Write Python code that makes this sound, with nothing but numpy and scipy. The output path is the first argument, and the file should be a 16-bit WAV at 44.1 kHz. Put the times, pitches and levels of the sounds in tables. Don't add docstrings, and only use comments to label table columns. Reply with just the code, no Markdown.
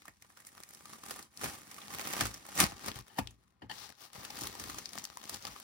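import sys
import numpy as np
from scipy import signal
from scipy.fft import rfft, irfft, next_fast_len
from scipy.io import wavfile
from scipy.ndimage import uniform_filter1d

SR = 44100
rng = np.random.default_rng(int(sys.argv[2]) if len(sys.argv) > 2 else 0)


def generate_wav(sig):
    pcm = np.round(np.clip(np.atleast_2d(sig).T, -1, 1) * 32767).astype(np.int16)
    wavfile.write(sys.argv[1], SR, pcm)


N = 248268


def undb(db):
    return 10 ** (np.asarray(db) / 20)


def unit(x):
    return x / np.sqrt(np.mean(x ** 2))


def on_log(table, hz):
    table_hz, value = np.transpose(table)
    return np.interp(np.log(np.maximum(hz, 1)), np.log(table_hz), value)


def read(table):
    start_s, *columns = np.transpose(table)
    time_s = np.arange(N) / SR
    return [np.interp(time_s, start_s, column) for column in columns]


def shape(x, gain_at):
    length = x.shape[-1]
    size = next_fast_len(length + 4096)
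    hz = np.arange(size // 2 + 1) * SR / size
    return irfft(rfft(x, size) * gain_at(hz), size)[..., :length]


def band(hz, lo_hz, hi_hz):
    below = 1 + (lo_hz / (hz + 1)) ** 6
    above = 1 + (hz / hi_hz) ** 6
    return 1 / np.sqrt(below * above)


def resonances(table, hz):
    return sum(undb(level_db) / (1 + (2 * (hz - pitch_hz) / width_hz) ** 2)
               for pitch_hz, width_hz, level_db in table)


def paper(hz):
    # pitch_hz, width_hz, level_db
    paper_modes = [(222, 180, 4.5), (810, 120, -2), (1186, 210, 2.5), (1860, 120, -2), (2220, 66, -4.5),
                   (5950, 1800, -3), (11600, 2700, -14.5)]
    return 1 + 0.67 * resonances(paper_modes, hz)


def swell(t_ms, rise_ms, fade_ms):
    rise = (t_ms / max(rise_ms, .1)) ** 2
    fade = np.exp((rise_ms - t_ms) / max(fade_ms, .3))
    return np.minimum(rise, fade)


def walk(rate):
    hold = int(SR / rate)
    steps = np.repeat(rng.standard_normal(N // hold + 1), hold)
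    return 0.95 * uniform_filter1d(steps, hold)[:N]


def room_noise():
    # pitch_hz, relative level_db (per Hz)
    room_colour = [(18, -32), (30, 3), (71, 11.5), (239, 4.5), (684, -41), (1010, -1), (1860, -20.5),
                   (3140, -22), (4080, -20), (10200, -52.5), (16000, -39.5)]
    noise = rng.standard_normal((3, N))
    coloured = shape(noise, lambda hz: undb(on_log(room_colour, hz)))
    return unit(coloured) * undb(-74.5)


def reverb(x, t60, db):
    t = np.arange(SR // 2) / SR
    tail = rng.standard_normal((2, len(t))) * np.exp(-np.log(1000) * t / t60)
    tail = shape(tail, lambda hz: hz / (hz + 300) / (1 + hz / 4000))
    tail = tail * undb(db) / np.sqrt((tail[0] ** 2).sum())
    return signal.fftconvolve(x[None], tail, axes=1)[:, :N]


def pats():
    # start_s, level_db (noise is halved first), rise_ms, fade_ms, tilt_db (per octave)
    pat_events = [(3.093, -54.5, 6.7, 44, -3), (3.14, -42, 44, 13, -3), (3.182, -23.5, 4.8, 3.1, -6),
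                  (3.618, -39, 2.8, 9.3, -5), (3.696, -35, 2.3, 12, 0), (3.709, -30, 5.4, 5.3, 1)]
    # pitch_hz, width_hz, level_db
    flap_modes = [(850, 160, 0), (1780, 200, -3), (3000, 320, -4), (4530, 400, -13)]
    lowest_hz = flap_modes[0][0]
    t_ms = np.arange(8192) / SR * 1000
    noise = rng.standard_normal((len(pat_events), 3, len(t_ms)))
    out = np.zeros((3, N))

    def flap_gain(hz, tilt_db):
        octaves = np.log2(np.maximum(hz, lowest_hz) / lowest_hz)
        hollow = resonances(flap_modes, hz) + 0.04 * band(hz, 430.0, 10000.0)
        return hollow * undb(tilt_db * octaves)

    for (start_s, level_db, rise_ms, fade_ms, tilt_db), burst in zip(pat_events, noise):
        burst = shape(burst, lambda hz: flap_gain(hz, tilt_db))
        burst = unit(burst) / 2 * undb(level_db) * swell(t_ms, rise_ms, fade_ms)
        i = int(start_s * SR)
        out[:, i:i + len(t_ms)] += burst
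    return out


def knocks():
    # start_s, peak_db, push_ms, free (share of the full ring time left by the hand, 0-1),
    # boom_db (extra for the whole-box modes below 150 Hz)
    knock_events = [(0.081, -50.5, 0.57, 0.3, -12), (0.217, -67, 1, 0.3, 3), (1.444, -39, 1.2, 1, -10),
                    (1.47, -51.5, 0.64, 1, 3), (1.938, -53, 0.64, 0.5, -4), (2.098, -53, 0.8, 0.6, -6),
                    (2.214, -32.5, 0.8, 0.57, 3), (2.233, -38, 0.64, 0.18, -5),
                    (2.605, -43, 1.4, 0.8, -3.0), (2.629, -26.5, 0.91, 0.33, -7.5),
                    (2.722, -45.5, 0.7, 0.26, -0.5), (2.885, -33.5, 0.52, 0.16, -5.5),
                    (2.959, -40, 1.2, 0.08, 7), (2.99, -45.5, 1.6, 0.21, 3), (3.187, -26, 0.5, 0.86, -5),
                    (3.622, -44.5, 1.26, 0.96, -2.5), (3.634, -45, 1.8, 0.95, -6),
                    (4.182, -43, 1.3, 0.08, -3), (4.419, -43.5, 1.1, 0.5, 3), (4.596, -51.5, 1, 0.8, 15),
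                    (4.687, -50, 0.85, 0.7, 2), (4.951, -47, 1.3, 1, -11), (5.324, -48, 0.75, 1, -6),
                    (5.487, -48.5, 0.92, 0.25, 0)]
    # pitch_hz, level_db, t60_s (time to fall 60 dB when ringing freely)
    box_modes = [(56, -5, 0.54), (92, -1, 0.25), (115.5, -6, 0.47), (197, -2.5, 0.15), (268.5, 9, 0.059),
                 (450, -3, 0.049), (533, -7.5, 0.076), (724, 0, 0.047), (846, -2, 0.023), (1060, -7, 0.025),
                 (1873, -5, .03)]
    t = np.arange(SR // 3) / SR
    hz, mode_db, t60_s = np.transpose(box_modes)[:, :, None]
    chance = rng.standard_normal((len(knock_events), 4, len(box_modes), 1))
    out = np.zeros((3, N + len(t)))
    for (start_s, peak_db, push_ms, free, boom_db), (detune, *strength) in zip(knock_events, chance):
        tones = np.sin(2 * np.pi * hz * (1 + .03 * detune) * t)
        rings = tones * np.exp(-np.log(1000) * t / (t60_s * free))
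        build_up = np.minimum(t * hz / 1.2, 1)
        rings = rings * build_up * undb(mode_db + boom_db * (hz < 150))
        push = np.sin(np.pi * np.linspace(0, 1, int(max(push_ms, .1) * SR / 1000) + 3))
        ring = (undb(2 * np.array(strength)) * rings).sum(1)
        ring = signal.fftconvolve(ring, push[None], axes=1)[:, :len(t)]
        i = int(start_s * SR)
        out[:, i:i + len(t)] += ring * undb(peak_db) / np.abs(ring).max(1).mean()
    return out[:, :N]


def snaps(events):
    band_edges = [40, 400, 2500, 7000, 16000][1:]
    rise_ms, shortest_fade_ms, drag_ms = 1.3, 1.44, 5.8
    strain_ms, tear_ms = 7.3, 9.8
    lead_ms = 20
    lead = int(lead_ms * SR / 1000)
    t_ms = np.arange(3072) / SR * 1000 - lead_ms
    noise = rng.standard_normal((len(events), 3, len(t_ms)))
    out = np.zeros((3, N + lead + len(t_ms)))
    crack = 0.6 * np.exp(-((t_ms - rise_ms) / 0.25) ** 2)
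    tear = np.exp(np.minimum((t_ms - rise_ms) / strain_ms, (rise_ms - t_ms) / tear_ms))

    def crease_gain(hz, ring_hz, shares_db):
        ring = 1 + 2 / (1 + (6 * (hz / ring_hz - 1)) ** 2)
        colour = sum(undb(share_db) * band(hz, lo, hi) / np.sqrt(hi - lo)
                     for lo, hi, share_db in zip(band_edges, band_edges[1:], shares_db))
        return paper(hz) * ring * colour

    for (start_s, level_db, ring_hz, bright_db, crackle_db, tear_db), burst in zip(events, noise):
        fade_ms = shortest_fade_ms + drag_ms * undb(tear_db)
        envelope = swell(np.maximum(t_ms, 0), rise_ms, fade_ms) + crack + undb(tear_db) * tear
        shares_db = [-bright_db / 2, crackle_db, bright_db / 2]
        burst = shape(burst * envelope, lambda hz: crease_gain(hz, ring_hz, shares_db))
        even = np.sqrt((envelope ** 2).sum() / (burst ** 2).sum(1, keepdims=True))
        i = int(start_s * SR)
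        out[:, i:i + len(t_ms)] += burst * undb(level_db - 8.5) * even
    return out[:, lead:lead + N]


def small_snaps(pull_db, crinkle):
    snaps_per_s = 14
    above_pull_db, spread_db, tear_db = 12, 13, -15.5
    when, size, pitch, colour, crackle = rng.random((int(snaps_per_s * N / SR), 5)).T
    i = (when * N).astype(int)
    level_db = pull_db[i] + 20 * np.log10(crinkle[i] + .01) + above_pull_db - spread_db * size
    ring_hz = 750 * 8 ** (pitch ** 2)
    bright_db = 16 * (colour - .3)
    crackle_db = 14 * (crackle - .7)
    return list(zip(i / SR, level_db, ring_hz, bright_db, crackle_db, np.full(len(i), tear_db)))


def swarm(rate, spread_db):
    hit = rng.random(N) < rate / SR
    size = undb(spread_db * np.minimum(rng.exponential(size=N), 6))
    return hit * size * rng.standard_normal((3, N))


def ticks(rate, spread_db, ms):
    size = undb(spread_db * np.minimum(rng.exponential(size=N), 2.8))
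    hit = (rng.random(N) < rate / SR) * size
    t = np.arange(512) / SR * 1000 / ms
    return unit(signal.fftconvolve(hit, t * np.exp(-t))[:N])


def flexes(rate, lo_hz, hi_hz, cycles):
    when, pitch, size = rng.random((int(rate * N / SR), 3)).T
    hz = (lo_hz * (hi_hz / lo_hz) ** pitch)[:, None]
    t = np.arange(1024) / SR
    turns = rng.random((3, len(hz), 1))
    tones = np.sin(2 * np.pi * (hz * t + turns))
    rings = tones * t * hz * np.exp(-t * hz / cycles) * undb(-14. * size[:, None])
    out = np.zeros((3, N + len(t)))
    places = (when * N).astype(int)[:, None] + np.arange(len(t))
    for path, ring in zip(out, rings):
        np.add.at(path, places, ring)
    return unit(out[:, :N])


def peel(pull_db, crinkle, box_db, body_db, glue_db, top_db):
    peel_edges = [40, 400, 2500, 7000, 11500, 16500]
    crackle_db = -6
    bursts_db = crinkle * (1.9 * walk(40) + 2.8 * walk(150))
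    shared_pops = ticks(rate=130., spread_db=7.0, ms=0.29)
    out = 0
    for lo, hi, level_db in zip(peel_edges, peel_edges[1:], [box_db, body_db, crackle_db, glue_db, top_db]):
        own_pops = ticks(rate=120.0, spread_db=4.5, ms=0.75)
        bunch = np.sqrt(1 - crinkle ** 2) + crinkle * unit(shared_pops + 0.52 * own_pops)
        clicks = swarm(rate=16000., spread_db=1.5) * bunch * undb(bursts_db)
        layer = unit(shape(clicks, lambda hz: band(hz, lo, hi) * paper(hz)))
        out = out + layer * undb(pull_db + level_db)
    buckling = flexes(rate=260., lo_hz=600.0, hi_hz=6350.0, cycles=4.5)
    return out + crinkle * undb(pull_db + body_db - 7.0) * buckling


def ports(paths, lean):
    # pitch_hz, share common to both (0-1)
    likeness = [(60, 0.93), (300, 1), (800, 0.4), (3000, 0.15), (8000, 0.4), (10500, 1), (12100, .93),
                (16000, 0.3)]
    # pitch_hz, left_minus_right_db
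    port_colour = [(60, 0.5), (110, 3.5), (200, 1), (380, -1), (700, 1.5), (1290, -3), (2380, -4),
                   (4400, 6), (8120, -4.5), (15000, 0.5)]
    # pitch_hz, lead (radians)
    port_turn = [(40, 1), (120, 0.77), (1000, 1.42), (3500, -1), (5000, 0), (6500, -3), (9500, -0.52)]
    port_turn_top = [(12100, np.pi), (16000, 3 * np.pi)]
    side = np.array([[1], [-1]])

    def common(hz):
        return np.clip(on_log(likeness, hz), 0, 1)

    def turn(hz):
        return np.interp(hz, *np.transpose(port_turn + port_turn_top))

    both = shape(paths[:1], lambda hz: np.sqrt(common(hz)) * np.exp(-.5j * side * turn(hz)))
    bounces = shape(paths[1:], lambda hz: np.sqrt(1 - common(hz)))
    heard = both + bounces
    middle = shape(heard, lambda hz: band(hz, 500, 7000) ** 2)
    heard = heard + side * lean * middle
    return shape(heard, lambda hz: undb(side * on_log(port_colour, hz) / 2))


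def scene():
    # start_s, level_db
    pull = [(0, -64), (.09, -62.5), (.13, -71), (.3, -65.5), (.8, -62.5), (.93, -53), (.99, -58),
            (1.11, -49), (1.24, -56.5), (1.3, -72.5), (1.35, -60.5), (1.446, -39.5), (1.63, -57.5),
            (1.72, -54), (1.88, -51.5), (1.95, -44), (2.13, -38.5), (2.17, -41), (2.21, -33.5),
            (2.29, -47.5), (2.43, -56), (2.53, -50), (2.605, -26.5), (2.64, -28), (2.69, -47.5),
            (2.76, -53), (2.85, -46.5), (2.89, -39), (2.935, -56), (2.985, -45.5), (3.02, -66),
            (3.165, -60), (3.19, -37.5), (3.215, -62), (3.36, -76), (3.61, -85.5), (3.625, -63.5),
            (3.685, -83.5), (3.698, -55), (3.72, -51), (3.84, -44.5), (3.92, -56), (3.96, -68.5),
            (4.02, -50), (4.05, -51.5), (4.11, -70), (4.15, -47), (4.3, -49), (4.46, -42), (4.5, -48.5),
            (4.7, -45), (4.8, -46.5), (4.83, -51), (4.9, -54), (5.0, -44.5), (5.07, -57), (5.25, -52.5),
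            (5.33, -42), (5.39, -52.5), (5.45, -48), (5.63, -52)]
    # box_db (rumble), body_db (paper), glue_db (hiss), top_db (fine hiss); last left_minus_right_db
    contact = [(0, 0.55, -10.5, -10.5, -10, -17, 2.5), (.6, .7, -8.5, -2, 0, -17, 2.5),
               (1.25, 0.54, -9, -6, -5, -23, 1), (1.45, 0.41, -7, -4, -3.5, -12, 1.5),
               (2.1, 0.66, -11, -6, -12, -7, 0), (2.6, 0.5, -9.5, -6.5, -7, -19, 1.5),
               (3.0, 0.84, -9, -5, -20.5, -10, 8), (3.19, 0.43, -7, -4.5, -6, -7, 5.5),
               (3.27, 0.54, 8, -3, -8, -8, 8), (3.45, 0.68, -2, -1, -7, -10, 8.5),
               (3.68, .5, 11, 5, -13.5, -9.5, 7), (3.74, 0.19, -15, -9.5, -15, -11, 11),
               (3.87, .15, -22, -9, -46, -11, 23), (3.91, 1, -9, -7, -23, -25, 12),
               (3.98, .3, -19, -8, -32, -7, 17), (4.2, .65, -10.5, -5.5, -33, -8.5, 6),
               (4.8, 0.42, -9.5, -8.5, -20, -9, 6), (5.05, 0.76, -11, -8, -28, -10, 7.5),
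               (5.63, 0.52, -15, -7.5, -20, -9.5, 6.5)]
    # start_s, level_db (8.5 dB is taken off), ring_hz,
    # bright_db (hiss against paper body), crackle_db (between them), tear_db (tearing around it)
    snap_events = [(0.019, -45, 1900, -2, 0, -15), (0.054, -40.5, 1240, 6, -7, -12),
                   (0.08, -34.5, 2000, -0.5, -32, -14.5), (0.222, -40.5, 1980, 9, 1, -14.5),
                   (0.246, -48.5, 1170, -6, -12, -14), (0.301, -49, 1620, -6, -4, -12),
                   (0.371, -45.5, 1460, 3, -2, -4.5), (0.401, -47, 1930, 8, -8, -4.5),
                   (0.468, -38, 2030, 19, -15, -7.5), (0.488, -45, 1920, 15, -4, -14),
                   (0.578, -40.5, 1560, 0, -1, -13), (0.634, -34, 1880, 11.5, -3, -18),
                   (0.689, -40, 1370, 22, -9, -17), (0.707, -40.5, 1950, 14, -4, -17),
                   (0.735, -38, 1430, 22, -4, -21), (0.747, -36.5, 5200, 17, -7, -23),
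                   (0.771, -45, 974, 9, -6, -19), (0.855, -35.5, 1160, 7, -1, -15),
                   (0.871, -47, 1120, 5, 0, -24), (0.932, -38, 1220, -4, 0, -8.5),
                   (1.034, -37.5, 1230, -8, 0, -14), (1.085, -36, 1360, 8, -4, -14),
                   (1.108, -27.5, 4640, 3.5, -28, -8), (1.16, -37.5, 767, 3, -12, -5),
                   (1.19, -36, 1370, 2, -12, -8), (1.226, -38, 4660, 15, -9, -17),
                   (1.373, -32.5, 5500, 10, -4, -23), (1.413, -30.5, 1280, -1, -4, -14),
                   (1.44, -24.5, 805, 3.5, -12, -7), (1.458, -27, 2030, -5, -4, -12),
                   (1.551, -38, 791, 5, -12, -18), (1.713, -38, 2000, 6, 0, -7.5),
                   (1.743, -36.5, 2190, 15, -2, -22), (1.783, -36.5, 1150, -3, -7, -9),
                   (1.816, -42.5, 3430, -6, 1, -4), (1.904, -36.5, 1240, -8, -4, -8),
                   (1.937, -31, 1920, 8, -4, -10.5), (1.994, -25, 1870, -6, -4, -17),
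                   (2.049, -34, 1850, -15, -2, -13), (2.136, -24.5, 818, 0, -4, -13),
                   (2.168, -30, 1350, -3, -6, -14), (2.208, -15, 1770, 0.5, 2, -10),
                   (2.254, -23.5, 1320, 5, -5, -14), (2.268, -27.5, 1460, 10, -8, -16),
                   (2.341, -33, 5550, 10, -7, -9), (2.377, -40, 5560, 12, -7, -23),
                   (2.464, -35.5, 1080, 12, -10, -17), (2.487, -36.5, 840, 2, -6, -12),
                   (2.553, -31.5, 1370, 15, -10, -7), (2.576, -22.5, 6450, 5, -11, -12.5),
                   (2.589, -20, 1870, 11, -12, -17), (2.601, -9, 2260, 13, -4, -9),
                   (2.606, -14.5, 1150, 7.5, -3.5, -9.5), (2.625, -19, 1200, 2, -7, -4),
                   (2.72, -31, 738, -11, -12, -22), (2.835, -42, 1260, 5, -6, -15),
                   (2.86, -31, 1190, 13, -6, -11), (2.882, -24.5, 940, 4, -5, -12.5),
                   (2.957, -35, 3220, 5, -8, -10), (2.988, -35, 1110, 5.5, -4, -13.5),
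                   (3.08, -46, 816, 4, -6, -10), (3.188, -23.5, 700, -9, -20, -11.5),
                   (3.272, -29.5, 3300, -1, 12, -33), (3.307, -48.5, 6880, 5, -15, -9),
                   (3.436, -61.5, 1480, 2, -1, -12.5), (3.478, -59.5, 1390, 3.5, -1, -16),
                   (3.504, -63, 1017, 0, -2, -12.5), (3.781, -39.5, 5000, -6, -4, -19),
                   (3.891, -41.5, 1650, 5, 2, -14), (3.9, -40.5, 740, 5, -4, -22),
                   (3.923, -42.5, 1620, 7, 1, -28), (3.951, -53, 3890, 3, 4, -20),
                   (4.101, -46, 1120, -14, -2, -23), (4.131, -38.5, 3220, 5, -4, -16),
                   (4.249, -32.5, 1620, 4, 5, -6.5), (4.303, -33.5, 750, 1, 4, -10),
                   (4.368, -35, 4850, 13, 1, -20), (4.388, -33, 990, 8, -1, -8),
                   (4.409, -32, 4880, 13, -19, -4.5), (4.435, -31, 1120, 10, -3, -5),
                   (4.47, -27, 3700, 9, -16, -10), (4.551, -33, 985, 6, -4, -14),
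                   (4.597, -32, 5350, 7, -13, -6), (4.638, -30.5, 1120, 5, 1, -14),
                   (4.697, -31.5, 1120, 2, -4, -6), (4.744, -35, 1160, 7, -4, -15),
                   (4.784, -28.5, 5660, 2.5, -11, -10), (4.856, -27.5, 5000, 1, 15, -17.5),
                   (4.89, -38, 5240, 5, -8, -12), (4.932, -29.5, 3850, 11, -7, -27),
                   (4.954, -32.5, 800, -5, -13, -15.5), (4.984, -26.5, 6900, 14, 6, -18),
                   (5.04, -28.5, 6650, 13, -7, -18), (5.051, -25, 4740, 13, -4, -32),
                   (5.171, -28.5, 980, 4, -6, -26), (5.294, -24.5, 4560, 9.5, -18, -15.5),
                   (5.342, -31.5, 5070, 17, -3, -7.5), (5.404, -44, 1330, -3, -6, -20),
                   (5.423, -34, 5350, 14, 4, -21), (5.474, -34.5, 1260, -1, 5, -8),
                   (5.561, -37, 1010, -8, -7, -14), (5.599, -34.5, 1390, 13, -13, -19)]
    pull_db, = read(pull)
    crinkle, *colour, pan_db = read(contact)
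    crinkle = np.clip(crinkle, 0, 1)
    creases = snaps(snap_events) + snaps(small_snaps(pull_db, crinkle))
    near = peel(pull_db, crinkle, *colour) + creases + knocks() + pats()
    lean = np.tanh(pan_db * np.log(10) / 40)
    return ports(near + room_noise(), lean) + reverb(near[0], t60=0.15, db=-12.0)


def record(dry):
    dry = signal.sosfilt(signal.butter(3, 52, "high", fs=SR, output="sos"), dry)
    return signal.sosfilt(signal.ellip(8, .2, 70, 15900, fs=SR, output="sos"), dry)


dry = scene()
out = record(dry)
generate_wav(out)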